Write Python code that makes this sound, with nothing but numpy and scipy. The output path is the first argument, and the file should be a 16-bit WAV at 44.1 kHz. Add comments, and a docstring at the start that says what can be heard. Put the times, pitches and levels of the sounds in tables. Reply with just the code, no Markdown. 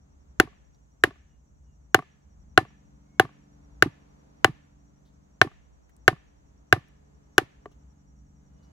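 """Batoning a log in a wood

A wooden baton drives a knife into a log on a stump. Each impact excites the damped modes of baton,
blade, log, stump and ground; the log bounces to rest and the trees scatter back a soft tail. The close
microphone overloads on the blows. At the end the log is set down and rocks once. Behind it all are
a low rumble, a soft hush, shrilling insects, faint bird whistles and two distant motors."""
import sys
import numpy as np
from scipy import signal
from scipy.fft import rfft, irfft, next_fast_len
from scipy.io import wavfile

SR = 44100
rng = np.random.default_rng(int(sys.argv[2]) if len(sys.argv) > 2 else 0)


def waveform_to_disk(signal):
    """Save audio, clipped to [-1, 1], as 16-bit WAV at the path in sys.argv[1]."""
    frames = np.transpose(np.atleast_2d(signal))
    scaled = np.clip(frames, -1, 1) * 32767
    samples = np.round(scaled).astype(np.int16)
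    wavfile.write(sys.argv[1], SR, samples)


N = 384543
TIME = np.arange(N) / SR
BLOW_TIME = TIME[:SR * 3 // 4]

# Spectra of the outdoor air and the insect chorus: (frequency [Hz], relative density [dB])
AIR_SPECTRUM = [(20, -21), (40, -10), (62, 7), (90, -9), (160, -12), (280, -12.5), (400, -20.5), (900, -26),
                (1500, -33), (3000, -43.5), (5000, -45.5), (9000, -59.5), (11000, -53), (16000, -70)]
CHORUS_SPECTRUM = [(4800, -24.5), (5500, -17), (5950, -5), (6250, -4.5), (6530, -1.5), (6900, -7.5),
                   (7300, -5), (7800, -8.5), (8600, -26)]
# Envelopes of the hush, the far engine and a higher motor: (time [s], relative level [dB])
HUSH_ENVELOPE = [(0.0, -75.5), (0.51, -74.5), (1.29, -79.5), (4.44, -69.5), (4.76, -75), (7.62, -73),
                 (8.28, -77.5), (8.72, -70.5)]
ENGINE_ENVELOPE = [(0, -7.5), (1.7, -13), (2.8, 1), (4.2, -2.5), (5.2, -3), (5.8, -12), (6.501, -7),
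                   (7.999, -2), (8.72, -1.5)]
WHINE_ENVELOPE = [(0, -13.5), (6.499, -12), (7.299, -0.5), (8.72, -1)]
# Line spectra of the two motors: (harmonic number [-], level before the envelope [dB])
ENGINE_HARMONICS = [(6, -61.5), (7, -73.5), (8, -65), (9, -69), (10, -77.5), (11, -75.5), (12, -69.5),
                    (18, -83.5)]
WHINE_HARMONICS = [(1, -80), (2, -91.5), (3, -91), (4, -94), (5, -98.5), (7, -98)]
# Bird whistles: (time [s], duration [s], start frequency [Hz], end frequency [Hz], peak level [dB])
BIRD_WHISTLES = [(1.254, 0.15, 2960, 2790, -82), (1.634, .14, 2940, 2765, -83),
                 (2.998, 0.37, 2137, 2277, -76), (8.454, .4, 2930, 2955, -81.5)]
# Single insects that stand out of the chorus: (frequency [Hz], level [dB])
INSECT_TONES = [(5990, -93), (6530, -91), (7280, -95)]
# Spectra of near and far scattering, contact snap and wood fibres: (frequency [Hz], relative density [dB])
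NEAR_SPECTRUM = [(100, -7.5), (500, -3.5), (750, -1), (1150, -1), (1450, -7), (1750, -5), (2300, -8.5),
                 (3200, -13), (5000, -19), (7000, -26.5), (9000, -29), (11000, -27), (15000, -43)]
TREE_SPECTRUM = [(100, -4), (500, -8), (1300, -3), (1620, -2), (1730, 6.5), (1870, 0), (2800, -2.5),
                 (4000, -11.5), (6000, -21.5), (9000, -31.5), (15000, -39)]
CRACK_SPECTRUM = [(1000, -2.5), (2500, 6), (4000, 0.5), (5200, -4.5), (7200, 2), (8800, -15.5),
                  (11000, -1.5), (15500, -15)]
FIBRE_SPECTRUM = [(150, -0.5), (500, -2), (1000, 2.5), (2000, 5), (3000, -4.5), (5000, -23), (8000, -26),
                  (15000, -32)]
# Ticks and scuffs of bark and grip: (time [s], gain [dB], centre frequency [Hz], decay constant [s])
BARK_TICKS = [(.745, -70, 4200, .007), (5.05, -69.5, 3520, 0.034), (5.892, -60, 1854, 0.007),
              (5.965, -54, 7960, 0.0014), (6.8845, -63, 11000, 0.0015), (7.715, -65, 3000, 0.011),
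              (8.625, -71, 4400, 0.026)]
# Modes of the struck bodies: (frequency [Hz], relative level [dB], time to fall 60 dB [s])
BATON_MODES = [(1165, -7.5, 0.0098), (1533, 3, 0.014), (1778.7, -1, 0.019), (1800, -7.5, 0.019),
               (2150, -6.5, 0.004)]
BLADE_MODES = [(2520, -10, .012), (2810, -14.5, 0.013), (2856, -11.5, 0.018), (4015, -18, 0.006),
               (4000, -29, 0.029), (7300, -23.5, 0.0075)]
LOG_MODES = [(630, -12, .018), (759, -10, 0.05), (1071, -20, 0.044), (1205, -25, .065),
             (1766.4, -27, 0.094)]
STUMP_MODES = [(332, -4, 0.029), (425, -3, 0.021)]
GROUND_MODES = [(93.3, -19.5, 0.065), (128, -16.5, .045)]
STUMP_THUD_MODES = [(313.4, -2.5, 0.03), (405, -0.5, 0.05), (597.8, -2, 0.016)]
LOG_CLACK_MODES = [(725, -1.5, 0.04), (1160, 1.5, 0.041), (1450, -5.5, .015), (1722, -12.5, 0.028),
                   (2560, -15.5, 0.015)]
# Blows on the knife's spine: (time [s], relative force [dB], nominal baton pitch [Hz], blade gain [dB],
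# log gain [dB], stump gain [dB], relative crack level [dB], first hop duration [s], knock gain [dB])
BATON_BLOWS = [(0.3995, -4, 1601, 3, -3, -1.5, 3, .074, -45.5),
               (1.0376, -5.5, 1708, 1.5, -12, -5, -2, 0.069, -44),
               (1.9451, 0.9, 1615, 1.5, 0.63, -1, 4, 0.045, -29),
               (2.5763, 1.5, 1542, 2.5, 3.5, .5, -2, .074, -46),
               (3.1967, -0.5, 1598, 1, 1.5, -2, 1, .0545, -39),
               (3.824, 2.5, 1630, -1, -13.5, -3.5, 1.5, 0.041, -45),
               (4.445, -0.5, 1598, 3.5, 0.5, -3, 2.5, 0.032, -39),
               (5.4151, .5, 1631, 3, -3.5, -8.5, -12, .0575, -40.5),
               (6.079, 0.5, 1609, 2.5, 0.5, -3.5, 1, 0.049, -40.5),
               (6.726, 1.5, 1605, 1.5, -1, -3, -0.5, 0.038, -41),
               (7.3805, -5.5, 1572, 1, -4, -2.5, 4.5, 0.041, -61)]
# Response to force: (gain at 0 dB of force [dB], slope [dB/dB])
BATON_DRIVE, GROUND_DRIVE, LANDING_DRIVE = (1.3, .45), (-.7, 1.7), (3, 1.05)


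def from_db(db):
    """Amplitude grows tenfold for every 20 dB."""
    return np.exp(np.asarray(db) * np.log(10) / 20)


def rms_one(x):
    """Normalisation to unit mean power."""
    return x / np.sqrt(np.mean(x ** 2) + 1e-20)


def in_time(rows):
    """Linear interpolation of an envelope at every sample."""
    return np.interp(TIME, *np.transpose(rows))


def add(track, s, sound):
    """Superposition: a sound adds to the track from time s on."""
    start = round(s * SR)
    track[start:start + len(sound)] += sound[:N - start]


def cut(x, hz, kind, order=2):
    """Butterworth low- or high-pass filtering, maximally flat in the passband."""
    return signal.sosfilt(signal.butter(order, min(hz, SR / 2 - 100), kind, fs=SR, output="sos"), x + 1e-18)


def noise(spectrum, size=N):
    """Spectral shaping of white noise, at rms 1."""
    hz, db = np.transpose(spectrum)
    padded = next_fast_len(size)
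    bins = np.maximum(np.fft.rfftfreq(padded, 1 / SR), 1)
    gain = from_db(np.interp(np.log(bins), np.log(hz), db))
    return rms_one(irfft(rfft(rng.standard_normal(padded)) * gain, padded)[:size])


def drift(per_s):
    """Random modulation: straight lines join Gaussian values of unit variance."""
    knots = rng.standard_normal(6000)
    return np.interp(TIME * per_s, np.arange(len(knots)), knots)


def burst(spectrum, rise_s, decay_s):
    """A noise transient with exponential rise and decay."""
    carrier = noise(spectrum, size=len(BLOW_TIME))
    return carrier * (1 - np.exp(-BLOW_TIME / rise_s)) * np.exp(-BLOW_TIME / decay_s)


def ring(modes, delay_s=0., stretch=1, uneven_db=2.5, detune=0.0029):
    """Free vibration in damped modes; strength and pitch vary at random, as with the point of contact."""
    t, out = np.maximum(BLOW_TIME - delay_s, 0), 0
    for k, (hz, db, t60) in enumerate(modes):
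        strength, shift = rng.standard_normal(2)
        pitch = hz * stretch * (1 + detune * shift)
        envelope = from_db(db + uneven_db * strength - 60 * t / t60)
        out = out + (-1) ** k * envelope * np.sin(2 * np.pi * pitch * t)
    return out


def spread(make, side_db):
    """Decorrelation: independent middle and side signals make a sound diffuse."""
    return make() + from_db(side_db) * make() * np.array([[1], [-1]])


def rumble():
    """Low-passed outdoor noise swells and sinks by random amplitude modulation."""
    return from_db(-58.5 + 3 * drift(4.5)) * rms_one(cut(noise(AIR_SPECTRUM), 170, "low"))


def hush():
    """The hush of the wood is high-passed noise under a slow envelope."""
    level_db = in_time(HUSH_ENVELOPE) + 2.07 + .5 * drift(5.8)
    return from_db(level_db) * rms_one(cut(noise(AIR_SPECTRUM), 360, "high"))


def motor(hz, harmonics, envelope, waver, flutter_db):
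    """Periodic motion radiates harmonics of its rotation rate, which wavers slightly."""
    turns = np.cumsum(hz * (1 + waver * drift(2.4))) / SR
    tones = 0
    for k, db in harmonics:
        tones += from_db(db + flutter_db * drift(1.7)) * np.sin(2 * np.pi * (k * turns + rng.random()))
    return from_db(in_time(envelope)) * np.sqrt(2) * tones


def engines():
    """Two harmonic series: a far engine drones, and a higher motor's whine grows near the end."""
    drone = motor(hz=24.02, harmonics=ENGINE_HARMONICS, envelope=ENGINE_ENVELOPE, waver=.0023, flutter_db=2)
    whine = motor(hz=418, harmonics=WHINE_HARMONICS, envelope=WHINE_ENVELOPE, waver=.00067, flutter_db=3.5)
    return drone + whine


def birds():
    """Far whistles are pure tones in linear glide; phase is the integral of frequency."""
    out = np.zeros(N)
    for s, length_s, start_hz, end_hz, db in BIRD_WHISTLES:
        hz = np.linspace(start_hz, end_hz, round(length_s * SR))
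        add(out, s, from_db(db) * np.hanning(len(hz)) * np.sin(2 * np.pi * np.cumsum(hz) / SR))
    return out


def shrill(hz, width_hz):
    """Random amplitude and phase broaden a tone into a rough, narrow band, at rms 1."""
    wobble = drift(width_hz) + 1j * drift(width_hz)
    return rms_one(np.real(wobble * np.exp(2j * np.pi * hz * TIME)))


def insects(chirps_per_s=10.7):
    """Pulse modulation of a narrow band makes one cricket's chirps, over a steady chorus."""
    beat = np.cumsum(chirps_per_s * (1 + 0.054 * drift(3.2))) / SR
    chirps = np.maximum(np.sin(2 * np.pi * beat) + 0.62, 0)
    cricket = from_db(-85.5 + 1.5 * drift(4.5)) * rms_one(chirps * shrill(5735, width_hz=200))
    singles = sum(from_db(db) * shrill(hz, width_hz=37) for hz, db in INSECT_TONES)
    chorus = from_db(-83 + 0.86 * drift(27)) * noise(CHORUS_SPECTRUM)
    return cricket + singles + chorus


def woodland():
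    """Scattering: ground and stumps return each blow at once, the trees later and more softly."""
    out = np.zeros(N)
    for s, *_ in BATON_BLOWS:
        near = from_db(-32) * burst(NEAR_SPECTRUM, rise_s=.0013, decay_s=.019)
        far = from_db(-55.5) * burst(TREE_SPECTRUM, rise_s=.04, decay_s=.09)
        add(out, s, near + far)
    return out


def ticks():
    """Tiny snaps and scuffs of bark and grip are band-limited noise transients."""
    out = np.zeros(N)
    for s, db, hz, decay_s in BARK_TICKS:
        band = [(hz / 4, -26), (hz / 1.3, -10), (hz, 0), (hz * 2, -20)]
        add(out, s, from_db(db) * burst(band, rise_s=decay_s / 4, decay_s=decay_s))
    return out


def knock(thud_db):
    """A light impact excites both bodies: the stump thuds, the loose log clacks, its bark crunches."""
    thud = ring(STUMP_THUD_MODES, delay_s=0.0009, detune=0.034)
    clack = ring(LOG_CLACK_MODES, uneven_db=0.5, detune=0.034)
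    crunch = burst(FIBRE_SPECTRUM, rise_s=0.00024, decay_s=0.003)
    return from_db(thud_db) * thud + clack + from_db(-3) * crunch


def set_down(s=7.657, db=-38.5, rock_s=.057, rock_loss_db=29):
    """Damped rocking: the log, with the knife stuck in it, meets the stump and knocks once more."""
    out = np.zeros(N)
    add(out, s, from_db(db) * knock(thud_db=8))
    add(out, s + rock_s, from_db(db - rock_loss_db) * knock(thud_db=8))
    return out


def bounces(count=2, restitution=0.74, knock_loss_db=16):
    """Inelastic rebound: after each blow the log's loose end hops, each time shorter and softer."""
    out = np.zeros(N)
    for s, *_, hop_s, knock_db in BATON_BLOWS:
        for k, after_s in enumerate(np.cumsum(hop_s * restitution ** np.arange(count))):
            add(out, s + after_s, from_db(knock_db - k * knock_loss_db) * knock(thud_db=-2.5))
    return out


def landing():
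    """Soft impacts excite low modes: the log's weight lands twice, hundredths of a second after a blow."""
    first = ring(STUMP_MODES, delay_s=.0345 + 0.001 * rng.normal(), stretch=.88, uneven_db=4.5)
    second = ring(STUMP_MODES, delay_s=0.049 + 0.00035 * rng.normal(), stretch=.75, uneven_db=4.5)
    ground = ring(GROUND_MODES, delay_s=0.048, stretch=1.2)
    return cut(from_db(-26.5) * first + from_db(-32) * second + from_db(-15.5) * ground, 700, "low")


def cracks():
    """A brief contact has a broad spectrum: the sharp snap of each blow."""
    out = np.zeros(N)
    for s, *_, crack_db, _hop_s, _knock_db in BATON_BLOWS:
        add(out, s, from_db(crack_db - 4.5) * burst(CRACK_SPECTRUM, rise_s=0.0017, decay_s=.0012))
    return out


def driven(drive, force_db):
    """A power law relates a body's amplitude to the force of the blow."""
    usual_db, slope = drive
    return from_db(usual_db + slope * force_db)


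def blows():
    """Impulse transmission: baton and blade ring first, then log, stump and ground in turn."""
    out = np.zeros(N)
    usual_hz = np.median([row[2] for row in BATON_BLOWS])
    for s, force_db, hz, blade_db, log_db, stump_db, *_ in BATON_BLOWS:
        baton = ring(BATON_MODES, stretch=hz / usual_hz, uneven_db=1.13, detune=0.0041)
        sound = driven(BATON_DRIVE, force_db) * baton
        sound += from_db(blade_db) * ring(BLADE_MODES, detune=0.014)
        # wood fibres crunch as the edge bites
        sound += from_db(blade_db - 13.5) * burst(FIBRE_SPECTRUM, rise_s=0.00019, decay_s=0.0046)
        sound += from_db(log_db) * ring(LOG_MODES, delay_s=.0008, uneven_db=.9, detune=.004)
        sound += from_db(stump_db) * ring(STUMP_MODES, delay_s=0.001, uneven_db=1.0)
        sound += driven(GROUND_DRIVE, force_db) * ring(GROUND_MODES, delay_s=0.0032)
        sound += driven(LANDING_DRIVE, force_db) * landing()
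        add(out, s, sound)
    return out


def close_by(x, lag_s=8e-6):
    """Group delay: sound reaches the right port later, most in the upper midrange; the bass leans right."""
    b, a = signal.iirpeak(2550, Q=2.8, fs=SR)
    turned = signal.lfilter(a[::-1], a, x + 1e-18)   # all-pass: phase turns, level stays
    late = np.interp(TIME - lag_s, TIME, turned)
    left = from_db(.9) * x - from_db(-14) * cut(x, 600, "low", order=1)
    right = from_db(-.7) * late + from_db(-15) * cut(late, 600, "low", order=1)
    return np.array([left, right])


def scene():
    """Superposition of the direct sound, its tail among the trees and the background."""
    direct = close_by(blows() + bounces() + set_down() + ticks()) + spread(cracks, side_db=-0.5)
    air = spread(rumble, side_db=-9.5) + spread(hush, side_db=4)
    tail = spread(woodland, side_db=0)
    return direct + tail + air + spread(insects, side_db=-2.5) + engines() + birds()


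def record(dry, cutoff_hz=16200):
    """Overload clips the peaks flat at full scale; a steep low-pass then limits the bandwidth."""
    low_pass = signal.ellip(10, .1, 80, cutoff_hz, fs=SR, output="sos")
    return signal.sosfilt(low_pass, np.clip(dry, -1, 1))


dry = scene()
out = record(dry)
waveform_to_disk(out)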